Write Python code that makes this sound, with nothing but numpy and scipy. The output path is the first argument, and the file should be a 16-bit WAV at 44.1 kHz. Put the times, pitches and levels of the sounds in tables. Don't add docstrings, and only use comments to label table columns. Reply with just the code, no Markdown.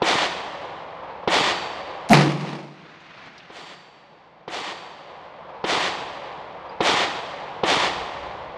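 import sys
import numpy as np
from scipy import signal
from scipy.fft import rfft, irfft, next_fast_len
from scipy.io import wavfile

SR = 44100
rng = np.random.default_rng(int(sys.argv[2]) if len(sys.argv) > 2 else 0)


def transcribe(u):
    v = np.clip(np.atleast_2d(u).T, -1, 1)
    q = np.round(v * 32767).astype(np.int16)
    wavfile.write(sys.argv[1], SR, q)


N = 377937

# start_s, level_db, thump_db, steel_ring_db
LANE_SHOT_TIMES = [(-1.2, -3, 0, 0), (.019, 0, 1, -5), (1.275, .8, 0, 3), (3.501, -2.1, -1, 6.5),
                   (4.478, -.4, -2.5, 2), (5.640, -1, -2, -3), (6.805, .6, -.5, -4), (7.634, .2, -.5, -5)]
# delay_s, peak_db, low_hz, high_hz
MUZZLE_PATHS = [(.0002, -9, 520, 1100), (.002, -5.3, 340, 580), (.0885, -19, 300, 540),
                (.0915, -19, 300, 580), (.1345, -18.5, 140, 420), (.238, -28, 140, 450),
                (.599, -24, 700, 1400)]
# pitch_hz, level_db, t60_s
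BAY_MODES = [(335, -16, .12), (75, -38, .09)]
# pitch_hz, width_hz, level_db, t60_s
STEEL_MODES = [(4566, 7, -39.5, 1.35), (4640, 80, -42, 1.0), (7474, 4, -49.5, .8), (7540, 120, -57, .7)]
# frequency_hz, level_db
ROOF_SPECTRUM = [(29, -55), (50, -33), (138, -20), (179, -11), (237, -17), (293, -5.5), (492, -7),
                 (847, -.5), (1640, -9), (1840, -5), (2630, -9), (3250, -6), (7580, -25), (10600, -41),
                 (14000, -62)]
# delay_s, level_db, rise_s, t60_s
ROOF_ECHOES = [(0, -26, .002, .15), (0, -26.5, .004, 3.5), (.022, -20, .065, 1.1), (.13, -21.2, .095, .22)]
# frequency_hz, level_db
WOODS_SPECTRUM = [(40, -26), (75, -13), (110, -15), (170, -6.5), (240, -16), (400, -8), (520, 1), (640, -1),
                  (800, 1), (1050, -1), (1400, -12), (2300, -16), (4500, -30), (12000, -75)]
# delay_s, level_db, rise_s, t60_s
WOODS_ECHOES = [(.001, -31, .003, 5.4), (.035, -23.5, .04, .2), (.57, -38, .03, 3.5), (.75, -38, .38, 2.2)]

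# frequency_hz, level_db
AIR_SPECTRUM = [(20, -6), (150, 0), (900, -6), (3000, -22), (6000, -40), (13000, -62)]
BREEZE_SPECTRUM = [(15, -15), (40, -2), (75, 0), (150, -10), (500, -40), (3000, -90)]
# start_s, level_db, low_hz, high_hz, t60_s
BENCH_CLICKS = [(2.0897, -26, 1800, 8000, .008), (2.095, -18, 600, 6000, .007),
                (3.002, -37, 3000, 6500, .15), (3.26, -38, 3000, 6500, .15), (3.3795, -23, 2800, 5400, .07),
                (3.398, -25, 2300, 3600, .09), (6.691, -48, 4750, 4950, .09)]
# pitch_hz, width_hz, level_db
GROWL_MODES = [(237, 14, 0), (700, 18, -3), (860, 50, -11)]
# frequency_hz, level_db
RASP_SPECTRUM = [(60, -16), (800, 0), (1600, -8), (5000, -16), (11000, -22), (15000, -40)]

# frequency_hz, level_db
CRACK_SPECTRUM = [(40, -34), (120, -16), (300, 0), (500, 3), (850, 3.5), (1150, 2), (1500, -4.5),
                  (2200, -3.5), (3200, -8), (4700, -11), (6500, -20), (10000, -32), (14000, -54)]
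BOOM_SPECTRUM = [(40, -44), (100, -32), (130, -14), (146, 0), (175, -2), (225, -5), (265, -16), (305, -4.5),
                 (335, -4.5), (420, -16), (900, -19), (1600, -42), (4000, -100)]
FIELD_SPECTRUM = [(30, -12), (80, -9), (200, -3), (400, -5), (750, 0), (1400, -1), (2300, -3), (4500, -14),
                  (6400, -26), (12000, -62)]
# delay_s, level_db, rise_s, t60_s
CRACK_ECHOES = [(.0006, -11.6, .001, .57), (.14, -35, .23, .85)]
# delay_s, level_db, rise_s, t60_s
BOOM_ECHOES = [(.001, -16, .008, 1.0), (.24, -38.5, .18, .55), (.3, -61, .3, 5.5)]
# delay_s, level_db, rise_s, t60_s
FIELD_ECHOES = [(.55, -52, .22, 3), (.82, -52.5, .3, 1.9)]
# pitch_hz, level_db, t60_s
SHELTER_MODES = [(146, -9, .75), (196, -17, .6), (334, -17, .6), (388, -23, .6)]


def undb(db):
    return np.exp(np.asarray(db) * np.log(10) / 20)


def unit(x):
    return x / x.std()


def add(out, start_s, x):
    start = int(round(start_s * SR))
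    lo, hi = max(start, 0), min(start + len(x), len(out))
    out[lo:hi] += x[lo - start:max(hi, lo) - start]


def colour(x, spectrum):
    hz, db = np.transpose(spectrum)
    size = next_fast_len(len(x), True)
    bins_hz = np.maximum(np.fft.rfftfreq(size, 1 / SR), 1)
    gain = undb(np.interp(np.log(bins_hz), np.log(hz), db))
    return unit(irfft(rfft(x, size) * gain, size)[:len(x)])


def lowpass(x, hz, order):
    return signal.sosfilt(signal.butter(order, hz, fs=SR, output="sos"), x + 1e-18)


def band(x, low_hz, high_hz):
    low_cut = signal.butter(2, low_hz, "high", fs=SR, output="sos")
    return lowpass(signal.sosfilt(low_cut, x), high_hz, order=5)


def fade(t60, size):
    return np.exp(-np.log(1000) * np.arange(size) / SR / t60)


def swell(size, start_s, rise_s, t60, hold_s=0):
    t = np.arange(size) / SR - start_s
    release = np.clip((t - rise_s - hold_s) / t60, 0, 10)
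    return np.sin(np.pi / 2 * np.clip(t / rise_s, 0, 1)) * np.exp(-np.log(1000) * release)


def ringing(modes, size):
    t = np.arange(size) / SR
    return sum(undb(db) * np.sin(2 * np.pi * hz * t) * fade(t60, size) for hz, db, t60 in modes)


def thump(size, low_hz, high_hz):
    wave = band(signal.unit_impulse(size), low_hz, high_hz)
    return wave / np.abs(wave).max()


def reflections(size, clump_db, clump_hz):
    position = np.arange(size) / SR * clump_hz
    clumps = np.interp(position, np.arange(size), rng.standard_normal(size))
    return rng.standard_normal(size) * undb(clump_db * clumps)


def echoes(waves, size):
    power = sum((undb(db) * swell(size, delay_s, rise_s, t60)) ** 2 for delay_s, db, rise_s, t60 in waves)
    return np.sqrt(power)


def wavering(hz, width_hz, size):
    drift = np.cumsum(rng.standard_normal(size)) * np.sqrt(2 * np.pi * width_hz / SR)
    return np.sin(2 * np.pi * hz * np.arange(size) / SR + drift)


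def through_air(x, db_per_khz_s, neutral_s):
    hz, t, spectra = signal.stft(x, SR, nperseg=512)
    loss_db = np.outer(hz / 1000, t - neutral_s) * db_per_khz_s
    return signal.istft(spectra * undb(-loss_db), SR)[1][:len(x)]


def lane_rifle(shared_power=.7, shadow_s=.03, shadow_hz=4600):
    out, size = np.zeros(N), 2 * SR
    t = np.arange(size) / SR
    direct = lowpass(ringing(BAY_MODES, size), 1500, order=2)
    for delay_s, db, low_hz, high_hz in MUZZLE_PATHS:
        add(direct, delay_s, undb(db) * thump(SR // 10, low_hz, high_hz))
    rafters = reflections(size, clump_db=2.2, clump_hz=700)
    trees = reflections(size, clump_db=2.4, clump_hz=55)
    shared = np.sqrt(shared_power) * np.array([rafters, trees])
    rush, roll = echoes(ROOF_ECHOES, size), echoes(WOODS_ECHOES, size)
    steel = sum(undb(db) * wavering(hz, width_hz, size) * swell(size, start_s=.01, rise_s=.16, t60=t60)
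                for hz, width_hz, db, t60 in STEEL_MODES)
    shadow = np.exp(-(t / shadow_s) ** 4)
    for start_s, db, thump_db, ring_db in LANE_SHOT_TIMES:
        near, far = shared + np.sqrt(1 - shared_power) * rng.standard_normal((2, size))
        roof = through_air(colour(near, ROOF_SPECTRUM), db_per_khz_s=3.7, neutral_s=.14) * rush
        roof = lowpass(roof * np.sqrt(shadow), shadow_hz, order=4) + roof * np.sqrt(1 - shadow)
        woods = colour(far, WOODS_SPECTRUM) * roll
        add(out, start_s, undb(db) * (undb(thump_db) * direct + undb(ring_db) * steel + roof + woods))
    return out


def air_and_breeze(air_db=-54, calm_db=-64, gust_db=-51.5):
    air = colour(rng.standard_normal(N), AIR_SPECTRUM)
    breeze = colour(reflections(N, clump_db=3, clump_hz=8), BREEZE_SPECTRUM)
    gust = swell(N, start_s=7.5, rise_s=.8, t60=6)
    return undb(air_db) * air + breeze * (undb(calm_db) + undb(gust_db) * gust)


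def bench_clicks():
    out, size = np.zeros(N), SR // 2
    for start_s, db, low_hz, high_hz, t60 in BENCH_CLICKS:
        decay = fade(t60, size)
        passband = signal.butter(3, [low_hz, high_hz], "band", fs=SR, output="sos")
        tick = signal.sosfilt(passband, rng.standard_normal(size) * decay + 1e-18)
        add(out, start_s, undb(db) * unit(tick) * decay.std())
    return out


def growl(gain_db=-6.8, rasp_db=-15):
    rasp = colour(rng.standard_normal(N), RASP_SPECTRUM)
    hollow = sum(undb(db) * wavering(hz, width_hz, N) for hz, width_hz, db in GROWL_MODES)
    envelope = swell(N, start_s=2.097, rise_s=.024, t60=.015, hold_s=.008)
    return (hollow + undb(rasp_db) * rasp) * undb(gain_db) * envelope


def near_rifle(start_s=2.1326, gain_db=30.5, shock_s=.00038, shock_hz=5000, bench_s=.00045, build_s=.12):
    out, size = np.zeros(N), 4 * SR
    crack = colour(reflections(size, clump_db=2.2, clump_hz=350), CRACK_SPECTRUM)
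    shot = through_air(crack, db_per_khz_s=1.6, neutral_s=.09) * echoes(CRACK_ECHOES, size)
    shot += colour(rng.standard_normal(size), BOOM_SPECTRUM) * echoes(BOOM_ECHOES, size)
    field = colour(reflections(size, clump_db=1.5, clump_hz=90), FIELD_SPECTRUM)
    shot += field * echoes(FIELD_ECHOES, size)
    shot += ringing(SHELTER_MODES, size) * (1 - fade(build_s, size))
    t = np.arange(SR // 100) / SR
    shock = lowpass((1 - 2 * t / shock_s) * (t < shock_s), shock_hz, order=3)
    add(shot, 0, undb(6) * shock)
    add(shot, bench_s, undb(5) * shock)
    add(shot, 2 * bench_s, undb(5) * shock / 2)
    push = thump(SR // 10, low_hz=330, high_hz=900)
    slap = band(thump(SR // 10, low_hz=160, high_hz=260), low_hz=150, high_hz=400)
    add(shot, .001, undb(-4) * push)
    add(shot, .141, undb(-10) * slap)
    add(out, start_s, undb(gain_db) * shot)
    return out


def scene():
    mono = lane_rifle() + near_rifle() + growl() + bench_clicks() + air_and_breeze()
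    return np.array([mono, mono])


def record(dry, ceiling_db=3.2, release_db_per_s=8.3, hiss_db=-100,
           low_cut_hz=42, soft_top_hz=13200, top_hz=14000):
    recovery_db = release_db_per_s * np.arange(N) / SR
    over_db = 20 * np.log10(np.maximum(np.abs(dry).max(axis=0) / undb(ceiling_db), 1))
    duck_db = np.maximum.accumulate(over_db + recovery_db) - recovery_db
    clipped = np.clip(dry * undb(-duck_db), -.82, .82)
    sound = lowpass(clipped, soft_top_hz, order=2) + undb(hiss_db) * rng.standard_normal(dry.shape)
    sound = signal.sosfilt(signal.butter(2, low_cut_hz, "high", fs=SR, output="sos"), sound)
    return signal.sosfilt(signal.ellip(10, .2, 90, top_hz, fs=SR, output="sos"), sound)


dry = scene()
out = record(dry)
transcribe(out)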